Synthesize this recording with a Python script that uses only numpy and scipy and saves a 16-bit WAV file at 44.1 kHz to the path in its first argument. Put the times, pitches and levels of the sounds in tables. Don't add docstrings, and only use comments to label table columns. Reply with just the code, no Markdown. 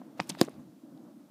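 import sys
import numpy as np
from scipy import signal
from scipy.fft import rfft, irfft
from scipy.io import wavfile

SR = 44100
rng = np.random.default_rng(int(sys.argv[2]) if len(sys.argv) > 2 else 0)


def to_wav(sig):
    pcm = np.clip(np.atleast_2d(sig), -1, 1) * 32767
    pcm = np.round(pcm).astype(np.int16)
    wavfile.write(sys.argv[1], SR, pcm.T)


def level_to_linear(level):
    exponent = np.asarray(level, float) / 20
    return 10 ** exponent


N = 57330

# time_s, level_db
HUM_LEVEL = [(0, -50.5), (.1, -53), (.2, -52), (.27, -51.5), (.45, -55.5), (.52, -52.5), (.58, -49),
             (.66, -56.5), (.75, -56), (.81, -58.5), (.85, -54), (.95, -52), (1.02, -54), (1.08, -49.5),
             (1.14, -56), (1.22, -55), (1.27, -59), (1.3, -54)]
# freq_hz, density_db
HUM_COLOUR = [(110, -18.5), (160, -7.5), (215, -3), (320, 1), (405, -19), (600, -15.5), (950, -25),
              (1350, -29)]
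HUM_PATCHY_DB, HUM_GAIN_DB = 1.16, 2.5
# freq_hz, density_db
HISS_COLOUR = [(300, 1), (1500, 0), (4000, -1), (13000, -4), (15000, -4.5)]
HISS_DB = -72.5
# time_s, level_db
RUMBLE_LEVEL = [(0, -68), (.05, -76), (.26, -58.5), (.31, -52), (.38, -60), (.5, -61), (.555, -46),
                (.65, -56.5), (.8, -82), (.96, -59), (1.05, -73.5), (1.3, -74)]
# freq_hz, density_db
RUMBLE_COLOUR = [(30, 7), (60, 4), (110, -3.5), (160, 4.5), (210, -11.5)]
RUMBLE_GAIN_DB = 7.5
# time_s, level_db
RUB_LEVEL = [(0, -71), (.16, -76), (.18, -59), (.215, -53.5), (.26, -62), (.305, -53.5), (.37, -61),
             (.39, -48), (.44, -49), (.47, -60.5), (.52, -66.5), (.62, -72), (.7, -103.5), (1.3, -95.5)]
# freq_hz, density_db
RUB_COLOUR = [(500, 6.5), (1500, 0), (4000, -5), (7000, -11.5), (15000, -18)]
ROOM_DB, ROOM_T60_S, ROOM_CUT_HZ = -28.5, 0.083, 2000
SLIP_STARTS = [
    .194,
    .2025,
    .286,
    .291,
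    .292,
    .2955,
    .300,
    .406,
    .420,
]
# length_s, level_db, centre_hz
SLIPS = [(0.0066, -42, 1600), (0.008, -48, 2900), (0.028, -45, 6500), (0.0063, -36, 7200),
         (0.019, -41, 2500), (0.0051, -27.5, 6170), (0.0049, -32.5, 4800), (0.0084, -45.5, 9500),
         (0.009, -47, 5800)]
SLIP_WIDTH, SLIP_GRAIN_DB = 0.4, 4.0
# freq_hz, level_db, t60_s
BASE_MODES = [(248.4, -16.5, .025), (340, -6.5, 0.031), (507, -14.5, .03), (695, -17.5, .03),
              (1039, -18, 0.017), (1684, -11, 0.0047)]
SNAP_S = 0.4136
# start_s, level_db, pitch_hz, t60_s
KNOCKS = [(.016, -36, 717, 0.018), (.1950, -22.5, 690, 0.0145), (0.1956, -27.5, 218, 0.018),
          (0.2031, -26, 270, .025), (0.2041, -23, 170, 0.036), (0.2958, -27, 294, .03),
          (.298, -35.5, 907, 0.029), (.302, -38.5, 595, .02), (.310, -36.5, 195.7, .15),
          (0.3494, -35, 902, .015), (.372, -40, 614, .03), (.397, -32.5, 340, .04), (.423, -39, 508, .03),
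          (.437, -29, 280, 0.048), (.466, -37.5, 271, 0.067), (.479, -26.5, 430, 0.0116),
          (.484, -24, 560, 0.0067), (0.836, -42, 287.6, 0.064)]
KNOCK_CUT_HZ = 1900
# freq_hz, level_db, t60_s
FLICK_MODES = [(914, -19, .010), (1230, -21, 0.0084), (1920, -16.5, 0.0046), (2400, -19, 0.0046),
               (4760, -20, 0.0039)]
FLICK_S, FLICK_CUT_HZ = 0.2008, 4750
# start_s, level_db, contact_hz, spread_octaves
TICKS = [(0.0176, -44.5, 1000, 0.31), (0.2016, -44, 8000, .6), (.2043, -31, 4000, .8),
         (0.2074, -39, 5500, 1.1), (.2325, -49.5, 5000, 0.37), (.244, -58, 7000, .9),
         (.272, -51, 7000, 0.42), (.276, -52, 12000, .9), (.3065, -43, 4000, 0.73), (.320, -40, 3700, .6),
         (.347, -49, 5500, .9), (.350, -34, 2600, 1.2), (0.387, -41, 4500, 0.23), (.3925, -42, 4000, 0.32),
         (0.3954, -37, 4000, 0.48), (.4126, -20, 3197, .6), (.413, -13.5, 5056, .5),
         (0.4129, -18, 12000, 0.68), (.4139, -20.5, 9000, 1.5), (0.421, -32, 4000, .5),
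         (0.426, -32, 3800, .5), (0.4314, -31.5, 11000, 1.2), (0.4493, -36.5, 6000, 1.5),
         (.4695, -48, 3700, 0.29), (.4845, -38, 1500, 0.88), (.4945, -46.5, 8000, 1.6),
         (.541, -56.5, 4000, 0.69), (0.976, -57, 4000, 0.53)]
# freq_hz, level_db, t60_s
PEG_MODES = [(1053, 4.5, 0.012), (1790, 1, 0.0038), (2300, -1.5, .004), (3040, -5, .004),
             (3780, -1.5, 0.0032), (4300, -6.5, 0.0034), (4923, -2.5, 0.0043), (5600, -2, 0.0018),
             (7000, -5, 0.0054), (8340, -2, 0.005), (9630, -2.5, 0.0052), (11700, -7, .003),
             (12800, -5.5, .003), (14900, -4, .003)]
PEG_SPREAD_DB, CHATTER_S = 2.5, 0.0003
LOW_CUT_HZ, TOP_CUT_HZ = 138, 15300


def rms_one(x):
    return x / np.sqrt(np.mean(x ** 2) + 1e-20)


def in_time(rows):
    time_s, value = np.transpose(rows)
    return np.interp(np.arange(N) / SR, time_s, value)


def drift(rate_hz):
    step = 40
    pole = np.exp(-2 * np.pi * step * rate_hz / SR)
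    noise = rng.standard_normal(N // step + 2002)
    slow = signal.lfilter([1], [1, -2 * pole, pole * pole], noise)[2000:]
    return np.interp(np.arange(N) / step, np.arange(len(slow)), rms_one(slow))


def coloured(points, patchy_db):
    hz, db = np.transpose(points)
    f = np.maximum(np.fft.rfftfreq(N, 1 / SR), 1)
    octaves_outside = np.log2(np.maximum(hz[0] / f, f / hz[-1]).clip(1))
    slope_db = np.interp(np.log(f), np.log(hz), db) - 24 * octaves_outside
    spectrum = rfft(rng.standard_normal(N)) * level_to_linear(slope_db)
    place = 3 * np.log2(f / 30)
    shared = drift(25)
    out = 0
    for k in range(29):
        band = irfft(spectrum * np.clip(1 - abs(place - k), 0, 1), N)
        out = out + band * level_to_linear(patchy_db * (0.6 * shared + drift(12)))
    return rms_one(out)


def ring(hz, t60_s):
    t = np.arange(4096) / SR
    return np.sin(2 * np.pi * hz * t) * np.exp(-np.log(1000) * t / t60_s)


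def ring_modes(modes):
    return sum(level_to_linear(db) * ring(hz, t60_s) for hz, db, t60_s in modes)


def lowpass(x, order, cut_hz):
    return signal.lfilter(*signal.butter(order, cut_hz, fs=SR), x)


def add(out, start_s, x):
    i = int(start_s * SR)
    out[i:i + len(x)] += x[:N - i]


def mic_hiss():
    return level_to_linear(HISS_DB) * coloured(HISS_COLOUR, patchy_db=0.3)


def room_hum():
    return level_to_linear(in_time(HUM_LEVEL) + HUM_GAIN_DB) * coloured(HUM_COLOUR, HUM_PATCHY_DB)


def table_rumble():
    return level_to_linear(in_time(RUMBLE_LEVEL) + RUMBLE_GAIN_DB) * coloured(RUMBLE_COLOUR, patchy_db=3.5)


def rubbing():
    return level_to_linear(in_time(RUB_LEVEL)) * coloured(RUB_COLOUR, patchy_db=1.8)


def room(x):
    t = np.arange(SR // 2) / SR
    decay = np.exp(-np.log(1000) * t / ROOM_T60_S) * (t > 0.004)
    tail = lowpass(rng.standard_normal(len(t)) * decay, 1, ROOM_CUT_HZ)
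    return level_to_linear(ROOM_DB) * signal.fftconvolve(x, tail / np.sqrt(np.sum(tail ** 2)))[:N]


def band_slips():
    out = np.zeros(N)
    t = np.arange(1024) / SR
    for start_s, (length_s, db, hz) in zip(SLIP_STARTS, SLIPS):
        grains = rng.standard_normal(len(t))
        grains = grains * level_to_linear(SLIP_GRAIN_DB * rng.standard_normal(len(t)))
        edges_hz = [hz / (1 + SLIP_WIDTH), min(hz * (1 + SLIP_WIDTH), 20000)]
        resonance = signal.butter(2, edges_hz, "band", fs=SR, output="sos")
        x = rms_one(signal.sosfilt(resonance, grains))
        swell = np.sin(np.pi * np.clip(t / length_s, 0, 1)) ** 2
        add(out, start_s, level_to_linear(db) * x * swell)
    return out


def base_thumps():
    out = np.zeros(N)
    add(out, SNAP_S, ring_modes(BASE_MODES))
    for start_s, db, hz, t60_s in KNOCKS:
        add(out, start_s, level_to_linear(db) * ring(hz, t60_s))
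    return lowpass(out, 2, KNOCK_CUT_HZ)


def hook_flick():
    out = np.zeros(N)
    add(out, FLICK_S, ring_modes(FLICK_MODES))
    return lowpass(out, 2, FLICK_CUT_HZ)


def peg_ticks():
    out = np.zeros(N)
    chatter_decay = np.exp(-np.arange(128) / SR / CHATTER_S)
    for start_s, db, contact_hz, spread in TICKS:
        x = 0
        for k, (hz, mode_db, t60_s) in enumerate(PEG_MODES):
            gain = level_to_linear(mode_db + PEG_SPREAD_DB * rng.standard_normal())
            nearness = np.exp(-(np.log2(hz / contact_hz) / spread) ** 2)
            x = x + (-1) ** k * gain * nearness * ring(hz, t60_s)
        chatter = rng.standard_normal(128) ** 3 * chatter_decay
        x = lowpass(np.convolve(x, chatter), 2, min(contact_hz * 2 ** spread, 20000))
        add(out, start_s, level_to_linear(db) * x / abs(x).max())
    return out


def scene():
    loom = peg_ticks() + hook_flick() + base_thumps() + band_slips()
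    background = rubbing() + room_hum() + mic_hiss() + table_rumble()
    return (loom + room(loom) + background)[None]


def low_pass(x):
    return signal.sosfilt(signal.butter(12, 16450, fs=SR, output="sos"), x)


def record(dry):
    low_cut = signal.butter(4, LOW_CUT_HZ, "high", fs=SR, output="sos")
    top_cut = signal.cheby1(8, 1, TOP_CUT_HZ, fs=SR, output="sos")
    x = signal.sosfilt(low_cut, dry)
    x = signal.sosfilt(top_cut, x)
    return low_pass(x)


dry = scene()
out = record(dry)
to_wav(out)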